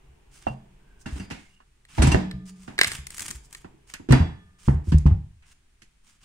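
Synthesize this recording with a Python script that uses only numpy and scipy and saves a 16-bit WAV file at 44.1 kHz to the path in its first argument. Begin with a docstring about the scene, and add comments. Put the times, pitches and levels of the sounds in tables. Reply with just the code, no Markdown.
"""First comes a soft bump, then a knock and a ping: a half-split log hits a log splitter's steel wedge.
Gloved hands work it loose, close by in a wood yard. It tips onto the steel bed, which hums on,
and is pulled in two with sharp cracks and countless small snapping fibres. One half is dropped
and tumbles to rest with heavy thuds. Gloves and bark rub and wood squeaks faintly on steel.
Under it all lie quiet outdoor air and a faint low hum, like the steel bed still ringing."""
import sys
import numpy as np
from scipy import signal
from scipy.fft import rfft, irfft
from scipy.io import wavfile

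SR = 44100
rng = np.random.default_rng(int(sys.argv[2]) if len(sys.argv) > 2 else 0)


def unload_wav(signal):
    """Save mono or channel-first audio to the path in sys.argv[1] as 16-bit WAV at rate SR, clipped to [-1, 1]."""
    wavfile.write(
        sys.argv[1],
        SR,
        np.round(np.clip(np.atleast_2d(signal).T, -1, 1) * 32767).astype(np.int16),
    )


N = 275184
TIME = np.arange(N) / SR

# The log landing: start_s, level_db, pitch_hz, overtone_db (added to level_db)
LANDINGS = [(0.088, -46.5, 70, -12.5), (0.47, -45, 111, 14), (0.501, -38.5, 66, 11),
            (1.125, -21.5, 65.3, -17), (1.199, -34.5, 96.3, 4), (1.993, -6.5, 67, -20),
            (2.036, -12.5, 68.4, 3.5), (2.074, -6.5, 76, -8), (2.142, -18.5, 84.6, 2.5),
            (2.337, -30, 66.6, 1), (2.986, -31, 69.3, -6.5), (3.349, -32, 60, -26), (4.105, -13, 66.2, 9.5),
            (4.203, -8, 83.17, -7), (4.678, -10, 67.9, 1), (4.742, -12.5, 76.3, -10.5),
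            (4.88, -15, 81, -24.5), (4.92, -24, 76.6, 13), (4.944, -3, 75.2, -6.5), (5.056, -4.5, 73, -2),
            (5.113, -8, 90.2, -18)]

def thuds(low_t60_s=0.17, overtone_t60_s=0.21, overtone_ratio=1.98):
    """The heavy log bounces: a low tone and its overtone. A t60 is the time taken to fade by 60 dB."""
    low = fading_tones([(s, db, hz, low_t60_s) for s, db, hz, _ in LANDINGS])
    high = fading_tones([(s, db + overtone_db, hz * overtone_ratio, overtone_t60_s)
                         for s, db, hz, overtone_db in LANDINGS])
    soft_contact = signal.butter(2, [33, 320], "band", fs=SR, output="sos")
    near = place(signal.sosfilt(soft_contact, low + high), lag_ms=.15, pan_db=-.1)
    return with_echo(near, echo_db=-12)


# Wood hitting steel or wood: start_s, low_db, mid_db, high_db, rattle_db (added to those), pitch_hz
WOOD_HITS = [(0.468, -35.5, -29, -78.5, -22, 630), (1.06, -38.5, -52, -49.5, -2.5, 1420),
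             (1.158, -49, -57, -59, -1, 300), (1.198, -44, -54.5, -60, -2.5, 2000),
             (1.301, -58.5, -55.5, -51, 1.5, 330), (1.309, -38.5, -47, -45.5, -7.5, 2100),
             (1.602, -72, -60, -76, -18, 1220), (1.979, -35.5, -47, -52.5, 8, 685),
             (2.02, -28, -30, -28.5, -3, 248), (2.07, -25.5, -39, -35.5, -4, 910),
             (2.116, -39, -34, -32, -7, 826), (2.145, -18.5, -29, -47, -10, 504),
             (2.678, -48, -47, -57.5, -4.5, 258.8), (3.209, -52, -58, -68, -11.5, 285),
             (3.298, -52, -60, -76, -9.5, 282), (3.645, -46.5, -47, -68.5, -13.5, 303),
             (3.74, -62, -85.5, -84, -7, 278.2), (3.937, -54, -46.5, -41.5, -18, 1883),
             (3.995, -49.5, -60.5, -80, -6.5, 267), (4.088, -34, -45, -51, -1, 290),
             (4.108, -25, -35, -38.5, -6, 264), (4.124, -17, -29, -36, -4.5, 1390),
             (4.208, -40.5, -40, -59.5, -8.5, 800), (4.683, -22, -35, -65.5, -10.5, 1500),
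             (4.87, -51.5, -64.5, -75, -2, 326), (4.92, -34, -41, -43, -11.5, 269.5),
             (5.062, -27, -42, -49.5, -12, 737), (5.11, -47, -50, -77, -18, 1000),
             (5.423, -96.5, -70.5, -70.5, -4.5, 2220), (5.819, -61, -70, -52, -16, 2102)]
# The tone colour all knocks share: frequency_hz, level_db
KNOCK_SPECTRUM = [(40, -23), (110, -6.5), (260, 0), (480, -11), (850, 1), (1300, -7.5), (1900, 3.5),
                  (3000, -4), (6000, -4), (9400, -7.5), (13000, -28.5)]
# How long rattles and echoes last: frequency_hz, t60_s
FADE_TIMES = [(60, 0.46), (300, 0.38), (1000, 0.37), (3000, 0.42), (8000, .33), (15000, 0.1)]

def knocks(click_db=4, crush_db=2, tail_db=3, hollow_db=7, hollow_octaves=.45, top_hz=10800):
    """Each knock is a click, a brief crushing of bark and a rattle, boosted at the pitch of the wood."""
    start_s, low_db, mid_db, high_db, rattle_db, pitch_hz = np.transpose(WOOD_HITS)
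    crush_noise = rng.standard_normal((2, N))
    rattle_noise = [stereo_noise(), stereo_noise()]
    near, rattles = 0, 0
    for k, (hz, band) in enumerate(bands()):
        level_db = np.array([at_hz([(300, low), (1000, mid), (6000, high)], hz)
                             for low, mid, high in zip(low_db, mid_db, high_db)])
        boost_db = hollow_db * np.exp(-(np.log2(hz / pitch_hz) / hollow_octaves) ** 2)
        size = from_db(at_hz(KNOCK_SPECTRUM, hz) + level_db + boost_db)
        click = signal.sosfilt(band, clicks(start_s, size)) * SR / hz * (-1) ** k
        crush_fade = fades(start_s, size, t60_s=0.099, rise_s=0.001)
        crush = rms_one(signal.sosfilt(band, crush_noise[k % 2])) * crush_fade
        near += from_db(click_db) * click + from_db(crush_db) * crush
        rattle_size = size * from_db(rattle_db + tail_db)
        rattle_fade = fades(start_s, rattle_size, at_hz(FADE_TIMES, hz), rise_s=0.0019)
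        rattles += rms_one(signal.sosfilt(band, rattle_noise[k % 2])) * rattle_fade
    sound = place(near, lag_ms=.66, pan_db=-3) + pan(rattles, -2)
    return signal.sosfilt(signal.butter(2, top_hz, fs=SR, output="sos"), sound)


# Bare wood meeting something hard: start_s, level_db, pitch_hz, t60_s
HARD_HITS = [(0.468, -13.5, 700, 0.017), (1.058, -35.5, 1520, 0.018), (1.310, -36, 2230, .012),
             (2.1452, -8, 670, 0.0086), (2.1462, -11.5, 1781, 0.009), (4.128, -21.5, 1673, 0.014),
             (4.6845, -15, 882, 0.012), (5.063, -24, 802, .025)]

def clacks():
    """A hard hit makes the wood ring for an instant."""
    near = place(fading_tones(HARD_HITS), lag_ms=.7, pan_db=-7)
    return with_echo(near, echo_db=-9)


# Strands snapping, chips cracking and the sharp tick of a knock: start_s, snap_db, log_ring_db
SHARP_CRACKS = [(1.851, -51, -49.5), (2.3115, -38, -29.5), (2.78, -35, -20), (2.789, -19, -9),
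                (2.8123, -12, -1.5), (2.833, -16.5, -13.5), (2.8444, -20, -11), (2.872, -23, -34.5),
                (2.880, -21, -38), (2.917, -25, -22), (2.922, -30, -35), (3.068, -23.5, -36.5),
                (3.104, -29.5, -37), (3.1807, -25, -32), (3.194, -20.5, -31), (3.205, -22.5, -59),
                (3.2584, -34, -53), (3.281, -24, -34), (3.305, -23.5, -39), (3.310, -22.5, -36),
                (3.5271, -32.5, -45), (3.548, -32.5, -31.5), (3.899, -41, -43.5), (3.938, -25, -35),
                (4.1225, -19.5, -18)]
# The bright sound of breaking fibres: frequency_hz, level_db
FIBRE_SPECTRUM = [(400, -29.5), (1000, -10.5), (2000, -4.5), (4000, -7.5), (8500, 3), (10000, -4.5),
                  (12500, -14), (15000, -16)]
# The tones the splitting log rings at: pitch_hz, width_hz, level_db
LOG_TONES = [(340, 150, -15), (1220, 220, -12), (1680, 330, -3), (1990, 360, -1), (3000, 600, -11),
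             (4100, 700, -10), (5400, 700, -20)]

def cracks(snap_boost_db=3.5, log_boost_db=16, stereo_db=7):
    """Each sharp crack is a burst of a few milliseconds that rings the log."""
    start_s, snap_db, log_ring_db = np.transpose(SHARP_CRACKS)
    noise = rng.standard_normal(N) + from_db(stereo_db) * stereo_noise()
    burst_fade = fades(start_s, from_db(snap_db + snap_boost_db), t60_s=0.008, rise_s=0.0014)
    burst = colour(noise, FIBRE_SPECTRUM) * burst_fade
    push_fade = fades(start_s, from_db(log_ring_db + log_boost_db), t60_s=0.02, rise_s=0.00018)
    push = rng.choice([-1, 1], N) * push_fade
    log = sum(from_db(db) * resonate(push, hz, width_hz) * (-1) ** k
              for k, (hz, width_hz, db) in enumerate(LOG_TONES))
    near = pan(burst, 4) + place(log, lag_ms=-.15, pan_db=-2)
    return with_echo(near, echo_db=-13)


# Three tugs pulling the halves apart: start_s, strongest_s, end_s, fibre_db, splinter_db
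TUGS = [(2.8, 2.87, 2.997, -39.5, -38), (3.12, 3.22, 3.37, -41.5, -46.5), (3.5, 3.54, 3.618, -54.5, -55.5)]
# The duller sound of coarse splinters: frequency_hz, level_db
SPLINTER_SPECTRUM = [(150, 11.5), (500, -10.5), (1200, 4), (1900, 2), (3000, 5), (5000, -13), (10000, -36)]

def tearing(fibre_boost_db=2):
    """Countless fibres break in clumps as the halves part."""
    fine_gain, coarse_gain = stroke_gains(TUGS, swell_db=12.5, fade_s=0.021) * jerks(depth_db=6)
    fibres = colour(grains(per_s=2500, spread_db=4.5), FIBRE_SPECTRUM)
    splinters = colour(grains(per_s=1200, spread_db=4), SPLINTER_SPECTRUM)
    near = from_db(fibre_boost_db) * fine_gain * fibres + coarse_gain * splinters
    return pan(with_echo(near, echo_db=-7), -0.5)


# Blows on the wedge: start_s, level_db, centre_hz (tones near it ring most)
WEDGE_HITS = [(0.474, -36.5, 2500), (1.061, -46.5, 3000), (1.198, -36.5, 4560), (2.024, -25, 8520),
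              (2.072, -28.5, 7500), (2.12, -29, 2820), (2.12, -27.5, 6400)]
# The wedge's own tones: pitch_hz, level_db, t60_s
WEDGE_TONES = [(2757, 7, 0.13), (2840, -17.5, .1), (4400, -18.5, .28), (4840, -13, 0.43),
               (6020, -0.5, 0.059), (7640, -0.5, 0.052), (7780, -3.5, 0.081), (9090, 1.5, 0.083)]

def wedge_pings(drop_db_per_octave=20):
    """The steel wedge pings; where it is touched decides which tones answer."""
    start_s, level_db, centre_hz = np.transpose(WEDGE_HITS)
    pings = 0
    for hz, db, t60_s in WEDGE_TONES:
        drop_db = drop_db_per_octave * abs(np.log2(hz / centre_hz))
        pings += ring(clicks(start_s, from_db(level_db + db - drop_db)), hz, t60_s)
    return place(pings, lag_ms=0.0055, pan_db=0.9)


# Blows that reach the steel bed: start_s, level_db, brightness_db_per_octave
BED_HITS = [(0.472, -38.5, -2.2), (1.059, -36.5, -1), (2.119, -15, -3.5), (4.124, -27, 3.5)]
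# The bed's own tones: pitch_hz, level_db, t60_s
BED_TONES = [(185, -14.5, 1.33), (300, -16, 0.62), (426, -30, 1.0), (658, -26.5, 0.7), (803, -17, .28),
             (932, -19, .18), (1210, -38, 2.1), (1560, -30.5, 0.37), (1760, -25, 0.96), (2190, -32, .55),
             (3405, -19.5, .55), (4770, -22, 0.37)]

def bed_hum(pivot_hz=494, twin_gap_hz=8, twin_db=-9):
    """The steel bed hums on after a blow; each tone wavers against a slightly higher twin."""
    start_s, level_db, brightness = np.transpose(BED_HITS)
    hum = 0
    for hz, db, t60_s in BED_TONES:
        push = clicks(start_s, from_db(level_db + db + brightness * np.log2(hz / pivot_hz)))
        twin_hz = hz + twin_gap_hz * rng.uniform(.5, 1.8)
        hum += ring(push, hz, t60_s) + from_db(twin_db) * ring(push, twin_hz, t60_s)
    return place(hum, lag_ms=0.17, pan_db=-0.5)


# Gloves, sleeves and bark sliding: start_s, strongest_s, end_s, hiss_db, rasp_db
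SLIDES = [(0.315, 0.36, 0.44, -55.5, -58.5), (0.42, 0.48, 0.54, -60, -54.5),
          (0.995, 1.017, 1.03, -54.5, -70), (1.07, 1.17, 1.256, -53.5, -52.5),
          (1.36, 1.39, 1.55, -63.5, -64), (1.89, 1.975, 2.014, -51.5, -48.5),
          (2.46, 2.497, 2.508, -47.5, -53.5), (2.56, 2.63, 2.76, -58, -62), (3.435, 3.452, 3.475, -55, -68),
          (3.875, 3.903, 3.93, -51.5, -54), (4.59, 4.67, 4.75, -52.5, -54.5),
          (4.845, 4.905, 4.92, -53.5, -57), (4.99, 5.04, 4.975, -20, -53.5), (5.46, 5.535, 5.53, -57, -58),
          (6.04, 6.09, 6.17, -61, -62), (6.21, 6.24, 6.5, -58, -56.5)]
# The thin hiss of sliding: frequency_hz, level_db
HISS_SPECTRUM = [(500, -27), (2500, -19.5), (5000, 9), (9200, 11), (10800, -3.5), (12500, -8),
                 (15000, -6.5)]

def rubbing(hiss_trim_db=-1):
    """Surfaces slide past each other: a slightly jerky hiss with fine grit in it."""
    hiss_gain, rasp_gain = stroke_gains(SLIDES, swell_db=10.5, fade_s=0.013) * jerks(depth_db=1.5)
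    friction = stereo_noise() + rms_one(grains(per_s=2000, spread_db=3.5))
    hiss = from_db(hiss_trim_db) * hiss_gain * colour(friction, HISS_SPECTRUM)
    rasp = rasp_gain * colour(friction, SPLINTER_SPECTRUM)
    return pan(with_echo(hiss + rasp, echo_db=-9), -1.5)


# The log creeping on the wedge: start_s, end_s, pitch_hz, level_db
CREEPS = [(0.785, 1.106, 1556, -69), (1.42, 1.54, 2145, -68), (1.478, 1.643, 2850, -67)]

def squeaks(width_hz=110):
    """Wood sticks and slips on the steel: a faint, rough, narrow tone."""
    sound = 0
    for start_s, end_s, hz, db in CREEPS:
        swell = np.sin(np.pi * np.clip((TIME - start_s) / (end_s - start_s), 0, 1))
        rough_tone = resonate(rng.standard_normal(N), hz, width_hz)
        sound += from_db(db) * swell * rms_one(resonate(rough_tone, hz, width_hz))
    return place(sound, lag_ms=0.083, pan_db=-4)


# How loud the faint low hum is: time_s, level_db
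LOW_HUM_LEVELS = [(0, -55.5), (0.4, -57), (1.0, -55.5), (1.6, -70), (3.0, -53.5), (6.24, -75.5)]
# The low hum's tone colour: frequency_hz, level_db
LOW_HUM_SPECTRUM = [(50, 10.5), (110, -4.5), (135, 11), (165, -7), (300, -8), (400, -1), (520, -16),
                    (900, -10.5), (1300, -19.5), (2800, -18), (4500, -38.5)]
# The hush of outdoor air: frequency_hz, level_db
AIR_SPECTRUM = [(20, 7.5), (65, -1), (110, -12), (250, -16.5), (500, -30.5), (900, -27), (1600, -22.5),
                (2500, -23.5), (5000, -29.5), (9400, -28), (12000, -43), (16000, -44)]

def background(air_db=-61):
    """Steady outdoor air, and a faint low hum that comes and goes, like the steel bed still ringing."""
    hum_gain = from_db(np.interp(TIME, *np.transpose(LOW_HUM_LEVELS)))
    low_hum = hum_gain * colour(stereo_noise(), LOW_HUM_SPECTRUM)
    return low_hum + from_db(air_db) * colour(stereo_noise(), AIR_SPECTRUM)


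# How alike scattered sound is on the left and right: frequency_hz, likeness (0 to 1)
STEREO_LIKENESS = [(60, 1), (150, .95), (300, 0.13), (600, .1), (2000, .05), (12000, .05)]

def stereo_noise():
    """White noise whose two sides are alike in the bass and almost unrelated in the treble."""
    alike = np.clip(at_hz(STEREO_LIKENESS, np.fft.rfftfreq(N, 1 / SR)), 0, 1)
    mid, side = rfft(rng.standard_normal((2, N)))
    return irfft(np.sqrt(1 + alike) * mid + np.sqrt(1 - alike) * side * [[1], [-1]], N) / np.sqrt(2)


def with_echo(x, echo_db, build_s=0.0011):
    """Add the dense, short echoes from the machine and the woodpiles."""
    t = TIME[:SR // 2]
    noise = stereo_noise()[:, :len(t)]
    echo = sum(signal.sosfilt(band, noise) * from_db(-60 * t / at_hz(FADE_TIMES, hz))
               for hz, band in bands())
    echo = rms_one(echo * (1 - np.exp(-t / build_s))) / np.sqrt(len(t))
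    return x + from_db(echo_db) * signal.fftconvolve(x, echo, axes=1)[:, :N]


def stroke_gains(strokes, swell_db, fade_s):
    """Each stroke grips, swells, eases and lets go; gives one gain curve for each of its two levels."""
    curves = np.zeros((2, N))
    for start, strongest, end, *levels_db in strokes:
        gate = np.interp(TIME, [start - fade_s, start, end, end + fade_s], [0, 1, 1, 0]) ** 2
        effort = np.interp(TIME, [start, strongest, end], [0, 1, 0])
        curves += np.outer(from_db(levels_db), gate * from_db(swell_db * (effort - 1)))
    return curves


def jerks(depth_db, per_s=110):
    """Wood lets go in fits: a gain that wanders quickly."""
    steps = np.clip(rng.standard_normal(2000), -2, 2)
    return rms_one(from_db(depth_db * np.interp(TIME * per_s, np.arange(len(steps)), steps)))


def grains(per_s, spread_db):
    """Random tiny clicks of very uneven size, each with its own strength left and right."""
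    ticks = (rng.random(N) < per_s / SR) * rng.choice([-1, 1], N)
    size_db = spread_db * np.minimum(rng.exponential(1, N), 4)
    return ticks * from_db(size_db + rng.normal(0, 3, (2, N)))


def clicks(times, sizes):
    """One single-sample click at each time."""
    return np.bincount(np.round(times * SR).astype(int), sizes, N)[:N] + 1e-18


def fades(times, sizes, t60_s, rise_s):
    """A gain that jumps up at each time and dies away; overlapping blows add in power."""
    power = signal.lfilter([1], [1, -from_db(-120 / (t60_s * SR))], clicks(times, sizes ** 2))
    smooth = np.exp(-1 / (rise_s * SR))
    return signal.lfilter([1 - smooth], [1, -smooth], np.sqrt(power))


def fading_tones(blows):
    """Each blow starts a fading tone at its own pitch."""
    return sum(ring(clicks(np.array([s]), from_db([db])), hz, t60_s) for s, db, hz, t60_s in blows)


def ring(x, hz, t60_s):
    """Each click in x starts a fading sine wave as tall as the click."""
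    decay, angle = from_db(-60 / (t60_s * SR)), 2 * np.pi * hz / SR
    return signal.lfilter([0, np.sin(angle)], [1, -2 * decay * np.cos(angle), decay ** 2], x)


def resonate(x, hz, width_hz):
    """Let through the sound near one pitch."""
    decay, angle = np.exp(-np.pi * width_hz / SR), 2 * np.pi * hz / SR
    gain = (1 - decay ** 2) / 2
    return signal.lfilter([gain, 0, -gain], [1, -2 * decay * np.cos(angle), decay ** 2], x)


def colour(x, spectrum):
    """Give a steady sound a tone colour, at an average (rms) level of 1."""
    return rms_one(irfft(rfft(x) * from_db(at_hz(spectrum, np.fft.rfftfreq(N, 1 / SR))), N))


def bands():
    """Filters half an octave wide, as (centre_hz, filter) pairs."""
    edges_hz = 31 * 2 ** (np.arange(19) / 2)
    return [(np.sqrt(low * high), signal.butter(2, [low, high], "band", fs=SR, output="sos"))
            for low, high in zip(edges_hz, edges_hz[1:])]


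def place(x, lag_ms, pan_db):
    """Set a sound to one side; a positive lag makes the left channel late."""
    left = np.interp(TIME - lag_ms / 1000, TIME, x)
    return pan(np.array([left, x]), pan_db)


def pan(x, pan_db):
    """Tip the balance: positive is louder on the left, negative on the right."""
    return x * from_db([[pan_db / 2], [-pan_db / 2]])


def at_hz(points, hz):
    """Read between a table's rows, with octaves evenly spaced."""
    row_hz, values = np.transpose(points)
    return np.interp(np.log(hz + 1e-3), np.log(row_hz), values)


def from_db(db):
    """Decibels to gain."""
    return 10 ** (np.asarray(db) / 20)


def rms_one(x):
    """Scale to an average (rms) level of 1."""
    return x / np.sqrt(np.mean(x ** 2) + 1e-20)


def scene():
    """All the sounds together, in stereo."""
    blows = thuds() + knocks() + clacks() + wedge_pings() + bed_hum()
    return blows + cracks() + tearing() + rubbing() + squeaks() + background()


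def record(dry):
    """The loudest peaks clip, and treble above 15.7 kHz is cut."""
    treble_cut = signal.ellip(10, .2, 80, 15700, fs=SR, output="sos")
    return signal.sosfilt(treble_cut, np.clip(dry, -1, 1))


dry = scene()
out = record(dry)
unload_wav(out)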